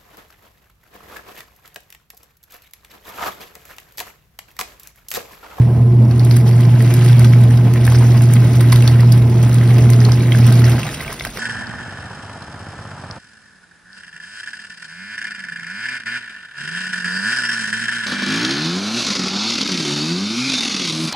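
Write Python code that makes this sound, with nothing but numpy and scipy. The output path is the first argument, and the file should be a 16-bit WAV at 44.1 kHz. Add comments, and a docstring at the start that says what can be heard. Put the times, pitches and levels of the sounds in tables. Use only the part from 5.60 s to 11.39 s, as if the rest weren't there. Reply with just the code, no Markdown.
"""Just above the open tub of a top-loading washing machine, on a hand-held pair of microphone ports.
The motor hums at twice the mains rate and shakes the plastic cabinet. The suds start to slosh,
slap the wall and spit, with bubbles ringing and close reflections off the tub. A faint whine
slides down; then the motor cuts out, leaving the water splashing in the rocking tub."""
import sys
import numpy as np
from scipy import signal
from scipy.fft import rfft, irfft, next_fast_len
from scipy.io import wavfile
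from scipy.ndimage import uniform_filter1d

SR = 44100
rng = np.random.default_rng(int(sys.argv[2]) if len(sys.argv) > 2 else 0)


def wav_out(sig):
    """Save sig, one row per channel (or a flat mono array), as 16-bit PCM at SR to the path in sys.argv[1]."""
    wavfile.write(sys.argv[1], SR, np.round(np.clip(np.atleast_2d(sig).T, -1, 1) * 32767).astype(np.int16))


N = 255339
TIME = np.arange(N) / SR
MOTOR_OFF_S = 5.096

# The motor's hum from above the tub. Each row: time in seconds, level in dB before the run-down.
HUM_LEVELS = [(0.0, -4), (0.04, -10), (0.14, -11), (0.42, -7.5), (0.54, -11), (0.75, -7.5), (0.81, -10),
              (1.15, -7.5), (1.33, -11.5), (1.52, -6.5), (1.87, -7), (2.14, -11.5), (2.4, -7.5), (2.81, -8),
              (2.88, -10.5), (3.14, -7.5), (3.28, -9), (3.47, -6), (3.62, -10), (3.92, -10), (4.13, -7.5),
              (4.43, -7.5), (4.62, -12), (4.84, -8), (5.04, -7.5), (5.1, -7.5)]
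HUM_HZ = 119.93  # twice the mains rate


def motor_hum():
    """The magnetic pull of the windings: a tone and a weak octave, their phase swaying with the load."""
    coarse = TIME[::256]
    rates_hz = np.geomspace(.5, 9, num=16)
    sway = sum(np.sin(2 * np.pi * (hz * coarse + rng.random())) / np.sqrt(hz) for hz in rates_hz)
    phase = 2 * np.pi * HUM_HZ * TIME + 0.21 * np.interp(TIME, coarse, unit_rms(sway))
    level = amp(over_time(HUM_LEVELS)[0] + run_down(db_per_s=136))
    return np.sqrt(2) * level * (np.sin(phase) + amp(-24.5) * np.sin(2 * phase))


# Cabinet and tub modes, close up. Each row: frequency in Hz, width in Hz, relative level in dB.
CABINET_MODES = [(79.6, 9.7, -5), (140.7, 31, 2), (166.5, 41, -4.5), (223.5, 22.5, -1), (273.9, 8.3, -7),
                 (343.9, 7.5, -12), (360.8, 11.7, -7.5), (444.7, 18, -13.5), (633, 20, -21.5),
                 (672, 21, -16), (848.5, 17, -21), (1030, 28, -21)]
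# The broad shaking under them. Each row: frequency in Hz, relative spectral density in dB.
RUMBLE_SPECTRUM = [(20, -31), (45, -44), (70, -5), (200, -4), (400, -17.5), (800, -23), (1600, -41.5),
                   (4000, -53)]
LOAD_UP_S, COAST_S = .8, 0.046  # the water load takes hold; the rotor runs on after the current stops


def cabinet_shake():
    """The rough-running motor rings the cabinet modes over a rumble; the tub rocks on after it stops."""
    white = rfft(rng.standard_normal(N))
    f = np.fft.rfftfreq(N, 1 / SR)
    power = sum(amp(2 * db) / width / (1 + (2 * (f - hz) / width) ** 2) ** 2
                for hz, width, db in CABINET_MODES)
    ringing = unit_rms(irfft(white * np.sqrt(power), N))
    rumble = noise(RUMBLE_SPECTRUM, size=2048, patchy_db=1.5, flicker_db=-1.5)
    light_start_db = -1.5 * np.maximum(1 - TIME / LOAD_UP_S, 0)
    running = amp(-22.5 + light_start_db + run_down(db_per_s=102.5, late_s=COAST_S))
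    rocking = amp(-40)
    return (running + rocking) * (ringing + amp(-1) * rumble)


# Water hitting the wall below the microphone. Each row: start in seconds, level in dB,
# fizz over crack in dB, body over the level in dB, spread of the landing in seconds.
WALL_SLAPS = [(0.511, -34, -3, 3, 0.0019), (0.5953, -28, -8, 0, 0.00092), (0.6477, -32, 8, -5, 0.004),
              (0.7103, -26, -8, 3, 0.0036), (0.7642, -26.5, 5.5, -3, 0.0072), (0.8895, -35.5, 6, 3.5, .004),
              (0.9119, -35, 0, 9, .002), (1.007, -29.5, 1, -0.5, 0.0026), (1.2237, -27.5, 9, -8, 0.0012),
              (1.3394, -21, 3, -11.5, 0.0017), (1.461, -32, 7.5, 6, .003), (1.484, -30.5, -4, -4.5, 0.006),
              (1.5934, -26.5, 4.5, -3, 0.0034), (1.6473, -23.5, -5, 7, 0.00052),
              (1.836, -32.5, -1, -5, .005), (2.137, -26.5, 9, 4, 0.0013), (2.2503, -28, 2, -2, 0.0047),
              (2.2652, -33.5, 14, 5.5, 0.0054), (2.3218, -33.5, -4, -9, .003), (2.62, -34, 24, -2, .002),
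              (2.7358, -27.5, 16.5, -4, 0.003), (2.956, -31.5, 9, -9, 0.0015),
              (3.006, -26.5, -0.5, -0.5, 0.0062), (3.1217, -22, -0.5, -4.5, .01),
              (3.1596, -18.5, -4, -5, 0.0012), (3.222, -27, 5, -5, 0.0017), (3.2771, -20, -4, -6.5, 0.0022),
              (3.4044, -30.5, -1, -1, 0.0058), (3.5213, -27, 7, -13, 0.0055), (3.576, -28.5, 6, -5, .001),
              (3.8283, -27.5, 7, -11, .001), (3.9438, -28, 15, -8, 0.0014), (3.984, -33, -10, 2, .002),
              (4.183, -27, 2, 5, 0.0013), (4.3016, -29.5, 20, -3, 0.0022), (4.3336, -27.5, -2.5, 3, .002),
              (4.4514, -38, -17, -8, 0.0019), (4.5207, -25.5, 0, -17, 0.00071),
              (4.721, -35.5, -4, 15, 0.0015), (4.8664, -27, 12, 2, .002), (4.924, -22.5, 0, -8, 0.002),
              (5.0425, -28.5, -15, 6.5, .002), (5.1176, -35, -13, 1.5, 0.0028),
              (5.41, -29.5, -1, -1, 0.0035), (5.527, -26, 2, -2, 0.003), (5.5967, -30.5, -8.5, -7.5, .002),
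              (5.65, -24, 3.5, 7.5, .002), (5.6718, -30.5, -6, -0.5, 0.0016),
              (5.7715, -27, -5, 2.5, 0.0029)]
SLAP_BANDS_HZ = [(3000, 5250), (990, 2800), (6340, 13700)]  # crack, body, fizz


def slaps():
    """A sheet of water lands in a short burst, leaves a falling mist and throws a ringing droplet."""
    out, t = np.zeros(N), np.arange(3000) / SR
    white = rng.standard_normal((len(WALL_SLAPS), len(t)))
    bands = [unit_rms(bandpass(white, *edges)) for edges in SLAP_BANDS_HZ]
    droplet_hz = 3000 + 2500 * rng.random(len(WALL_SLAPS))
    attack = 1 - np.exp(-t / .0005)
    for k, (start, db, fizz_db, body_db, spread_s) in enumerate(WALL_SLAPS):
        after = np.maximum(t - spread_s, 0)
        impact, mist = amp(-60 * after / 0.0049), amp(-19.5 - 60 * after / 0.13)
        crack_db = db - fizz_db / 2
        levels = amp([crack_db, db + body_db, db + fizz_db / 2])
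        burst = sum(level * band[k] for level, band in zip(levels, bands))
        add(out, start, attack * (impact + mist) * burst)
        add(out, start, amp(crack_db - 1.5) * bubble(droplet_hz[k], t60=0.016, glide=.05))
    return out


# Bubbles that stand out at close range. Each row: start in seconds, level in dB, pitch in Hz.
LOUD_BUBBLES = [(0.615, -25, 554), (0.7085, -25, 905), (0.912, -27.5, 2050), (1.0028, -22.5, 1925),
                (1.206, -19.5, 1870), (1.5291, -21, 3380), (1.644, -20, 1520), (1.6453, -16, 3400),
                (1.7351, -18, 2160), (1.909, -25, 1760), (2.0702, -20, 845), (2.1584, -20.5, 1790),
                (2.277, -11.5, 1710), (2.3214, -15, 1084), (2.408, -23, 950), (2.4225, -17, 870),
                (2.492, -21.5, 790), (2.5488, -20.5, 1030), (2.6086, -20.5, 1690), (2.736, -24, 2180),
                (2.768, -23.5, 2080), (3.1212, -14, 5100), (3.1266, -14, 1970), (3.125, -14, 1030),
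                (3.2065, -25, 2120), (3.225, -19, 2600), (3.2766, -12, 4410), (3.284, -19, 1770),
                (3.3951, -21, 1870), (3.4321, -20.5, 935), (3.5216, -18, 4900), (3.7695, -25, 886),
                (3.83, -17.5, 584), (4.0129, -24, 1960), (4.1072, -20.5, 2140), (4.404, -19, 4920),
                (4.4171, -20.5, 1790), (4.4502, -14, 4140), (4.4875, -16, 970), (4.5201, -14, 5100),
                (4.6052, -21.5, 2230), (4.6329, -20.5, 1580), (4.7207, -17.5, 2050), (4.721, -15.5, 3130),
                (4.7488, -14, 1654), (5.0402, -23.5, 1870), (5.1513, -22.5, 710), (5.232, -20, 2620),
                (5.2548, -19.5, 730), (5.2905, -18.5, 1740), (5.4063, -22, 1970), (5.479, -21, 2250),
                (5.5245, -20, 1100), (5.5967, -19, 3490), (5.6085, -17, 2070), (5.6497, -27, 1570),
                (5.6667, -21, 684)]


def plops():
    """Splashy bubbles ring, from dull plops in the suds to pinging droplets; higher ones die sooner."""
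    out = np.zeros(N)
    roughness = unit_rms(uniform_filter1d(rng.standard_normal((len(LOUD_BUBBLES), 1400)), 20))
    for (start, db, hz), rough in zip(LOUD_BUBBLES, roughness):
        ring = bubble(hz, t60=0.023 * (1000 / hz) ** .3, glide=0.082)
        add(out, start, amp(db) * ring * (1 + 0.64 * rough))
    return out


def bubble(hz, t60, glide):
    """A pocket of air rings briefly, its pitch rising as it nears the surface."""
    t = np.arange(1400) / SR
    envelope = amp(-60 * t / t60) * (1 - np.exp(-t / 0.000043))
    return envelope * np.sin(2 * np.pi * hz * (t + glide * t ** 2 / t60))


# The churning in the open tub between surges. Each row: time in seconds, wash in dB, spray in dB.
CHURN_LEVELS = [(0.0, -43, -55), (0.32, -45.5, -55), (0.55, -41.5, -51.5), (0.71, -38.5, -45),
                (0.84, -40.5, -44), (1.03, -36.5, -42), (1.47, -30.5, -36.5), (1.92, -38, -43),
                (2.11, -36.5, -46.5), (2.23, -36, -39.5), (2.35, -30.5, -35), (2.6, -35, -40),
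                (2.8, -33.5, -38.5), (3.16, -33, -39), (3.27, -33, -40.5), (3.53, -36, -47),
                (3.79, -36, -41), (4.01, -33, -41.5), (4.14, -33.5, -39), (4.61, -34.5, -39),
                (4.95, -31.5, -35), (5.11, -29, -34.5), (5.73, -39, -47), (5.79, -33, -40)]
# The wash, heard from above. Each row: frequency in Hz, relative spectral density in dB.
WASH_SPECTRUM = [(60, 12), (200, -3), (500, 4), (1000, -0.5), (1450, -1.5), (1900, -0.5), (2600, -3),
                 (4000, -9), (8000, -19.5)]
# The fine spray over it. Each row: frequency in Hz, relative spectral density in dB.
SPRAY_SPECTRUM = [(1200, -12), (2600, 2), (4200, 2.5), (5200, 5.5), (7000, 0.5), (11000, 0), (14000, -1),
                  (16000, -18.5)]


def churn():
    """Gurgling wash and fine spray with spitting foam, both surging around each slap."""
    wash = noise(WASH_SPECTRUM, size=512, patchy_db=0.5, flicker_db=3.0)
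    wash += amp(-6.5) * small_bubbles(low_hz=1245, high_hz=2444, cycles=15.7, per_s=260, spread_db=4.0)
    spray = noise(SPRAY_SPECTRUM, size=256, patchy_db=4.0, flicker_db=3.5)
    spray += amp(-5.0) * small_bubbles(low_hz=2940, high_hz=13300, cycles=9.6, per_s=500, spread_db=5.0)
    wash_db, spray_db = over_time(CHURN_LEVELS)
    surge = surges()
    wash_level = np.hypot(amp(wash_db), amp(-17.5) * surge)
    spray_level = np.hypot(amp(spray_db), amp(-17) * surge)
    return wash_level * wash + spray_level * spray


def surges(half_length_s=.035):
    """The smooth swell of water on which each slap rides, as an amplitude."""
    t = np.arange(0, N / SR + .01, .005)
    start, db = np.transpose(WALL_SLAPS)[:2, :, None]
    power = amp(2 * db) * np.exp(-((t - start) / half_length_s) ** 2)
    return np.sqrt(np.interp(TIME, t, power.sum(0)))


def small_bubbles(low_hz, high_hz, cycles, per_s, spread_db):
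    """Many small bubbles bursting at random, a few of them larger."""
    strength = amp(spread_db * np.minimum(rng.exponential(1, N), 3.5))
    bursts = strength * (rng.random(N) < per_s / SR)
    pitch_index = rng.integers(0, 10, N)
    size = next_fast_len(N + 1400)
    rings = [bubble(hz, t60=cycles / hz, glide=0.31) for hz in np.geomspace(low_hz, high_hz, num=10)]
    spectrum = sum(rfft(bursts * (pitch_index == k), size) * rfft(ring, size)
                   for k, ring in enumerate(rings))
    return unit_rms(irfft(spectrum, size)[:N])


# The load, deep in the tub. Each row: frequency in Hz, relative spectral density in dB.
SLOSH_SPECTRUM = [(18, -14), (35, 6), (55, 4), (85, -0.5), (170, 6), (400, -29), (1000, -34.5)]


def slosh():
    """The whole load sloshes low against the tub."""
    return amp(-35.5) * noise(SLOSH_SPECTRUM, size=2048, patchy_db=6.5, flicker_db=3.5)


def whine(span_s=(4.1, 4.52), slide_hz=(440, 410.6), swell_db=(-37.5, -29.5)):
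    """A faint, thin tone with a weak octave slides down as it grows."""
    t, out = np.arange(*span_s, 1 / SR), np.zeros(N)
    phase = 2 * np.pi * np.cumsum(np.interp(t, span_s, slide_hz)) / SR
    tone = np.sin(phase) + amp(-14) * np.sin(2 * phase)
    level = amp(np.interp(t, span_s, swell_db)) * signal.windows.tukey(len(t), .3)
    add(out, span_s[0], np.sqrt(2) * level * tone)
    return out


def tub_reflections(x, t60=0.16):
    """Close reflections off the tub walls and lid: sparse taps of random sign that die fast."""
    delays = np.arange(40, 3000, 20) + rng.integers(0, 20, 148)
    taps = np.zeros(3100)
    taps[delays] = rng.choice([-1., 1.], 148) * amp(-60 * delays / SR / t60)
    return signal.oaconvolve(x, taps / np.linalg.norm(taps))[:N]


def scatter(x):
    """Sound arriving by many changing paths: the same colour with shuffled phases."""
    spectra = signal.stft(x, nperseg=256, noverlap=192)[2]
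    shuffled = spectra * np.exp(2j * np.pi * rng.random(spectra.shape))
    return 2 * signal.istft(shuffled, nperseg=256, noverlap=192)[1][:N]


def noise(spectrum, size, patchy_db, flicker_db):
    """Coloured noise with drifting patches and a flicker shared by all frequencies."""
    frames, bins = 4 * N // size + 5, size // 2 + 1
    real, imag, patches = rng.standard_normal((frames, bins, 3)).T
    patches = unit_rms(uniform_filter1d(uniform_filter1d(patches, 8, 0), 12, 1))
    flicker = unit_rms(uniform_filter1d(rng.standard_normal(frames), 5))
    colour = amp(over_pitch(spectrum, np.fft.rfftfreq(size, 1 / SR)))[:, None]
    spectra = (real + 1j * imag) * colour * amp(patchy_db * patches + flicker_db * flicker)
    return unit_rms(signal.istft(spectra, nperseg=size, noverlap=3 * size // 4)[1][:N])


def run_down(db_per_s, late_s=0):
    """Gain in dB, falling from late_s after the motor cuts out."""
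    return -db_per_s * np.maximum(TIME - MOTOR_OFF_S - late_s, 0)


def amp(db):
    return 10 ** (np.asarray(db) / 20)


def unit_rms(x):
    return x / np.sqrt(np.mean(x ** 2) + 1e-20)


def over_pitch(rows, hz):
    row_hz, values = np.transpose(rows)
    return np.interp(np.log(hz + 1), np.log(row_hz + 1), values)


def over_time(rows):
    seconds, *columns = np.transpose(rows)
    return [np.interp(TIME, seconds, column) for column in columns]


def add(mix, start_s, sound):
    part = mix[round(start_s * SR):][:len(sound)]
    part += sound[:len(part)]


def bandpass(x, low_hz, high_hz):
    return signal.sosfilt(signal.butter(2, [low_hz, high_hz], "band", fs=SR, output="sos"), x)


# Phase between the two microphone ports. Each row: frequency in Hz, the left port's lead in radians.
PORT_LEAD = [(0, 0), (2100, 0), (3900, 1.4), (4900, .25), (5600, .7), (6800, 2.9), (7600, 3.2), (9700, 6.1),
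             (10900, 6.3), (12900, 9.1), (14000, 9.6), (15600, 12.3), (17000, 12.8)]
# How alike the ports sound. Each row: frequency in Hz, likeness from 0 to 1.
PORT_LIKENESS = [(60, 1), (200, 0.98), (400, 0.99), (620, 0.84), (1000, 0.91), (1900, 1), (3200, 0.48),
                 (4300, 0.43), (7200, 1), (8600, 0.92), (10400, 0.93), (12000, 0.69), (13500, 1),
                 (15200, 1)]
# Balance of the hand-held pair. Each row: frequency in Hz, left minus right in dB.
PORT_BALANCE = [(60, -1.14), (300, -0.45), (800, -2), (1700, 0), (2900, -3), (5500, 0), (15000, 0)]


def microphone_ports(direct, scattered):
    """Two ports hear one field with a phase lag that grows with pitch; a scattered share differs."""
    size = next_fast_len(N + 4096)
    f = np.fft.rfftfreq(size, 1 / SR)
    likeness = np.clip(over_pitch(PORT_LIKENESS, f), 0, 1)
    mid = np.sqrt((1 + likeness) / 2) * rfft(direct, size)
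    side = np.sqrt((1 - likeness) / 2) * rfft(scattered, size)
    lead = np.interp(f, *np.transpose(PORT_LEAD))
    to_left = amp(over_pitch(PORT_BALANCE, f) / 2) * np.exp(.5j * lead)
    return irfft(np.array([(mid + side) * to_left, (mid - side) / to_left]), size)[:, :N]


def scene():
    """Motor and water from just above the tub; all but the hum also arrives scattered."""
    water = slosh() + churn() + slaps() + plops()
    machine = cabinet_shake() + whine() + water + amp(-9.5) * tub_reflections(water)
    return microphone_ports(direct=machine + motor_hum(), scattered=scatter(machine))


def record(dry):
    """The microphone drops the deepest bass, the loudest crests clip, and the top treble is cut."""
    thinned = signal.sosfilt(signal.butter(4, 44, "high", fs=SR, output="sos"), dry)
    clipped = np.clip(thinned, -1, 1)
    lowpass = signal.firwin(511, cutoff=15800, window=("kaiser", 9), fs=SR)
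    return signal.oaconvolve(clipped, lowpass[None], "same")


dry = scene()
out = record(dry)
wav_out(out)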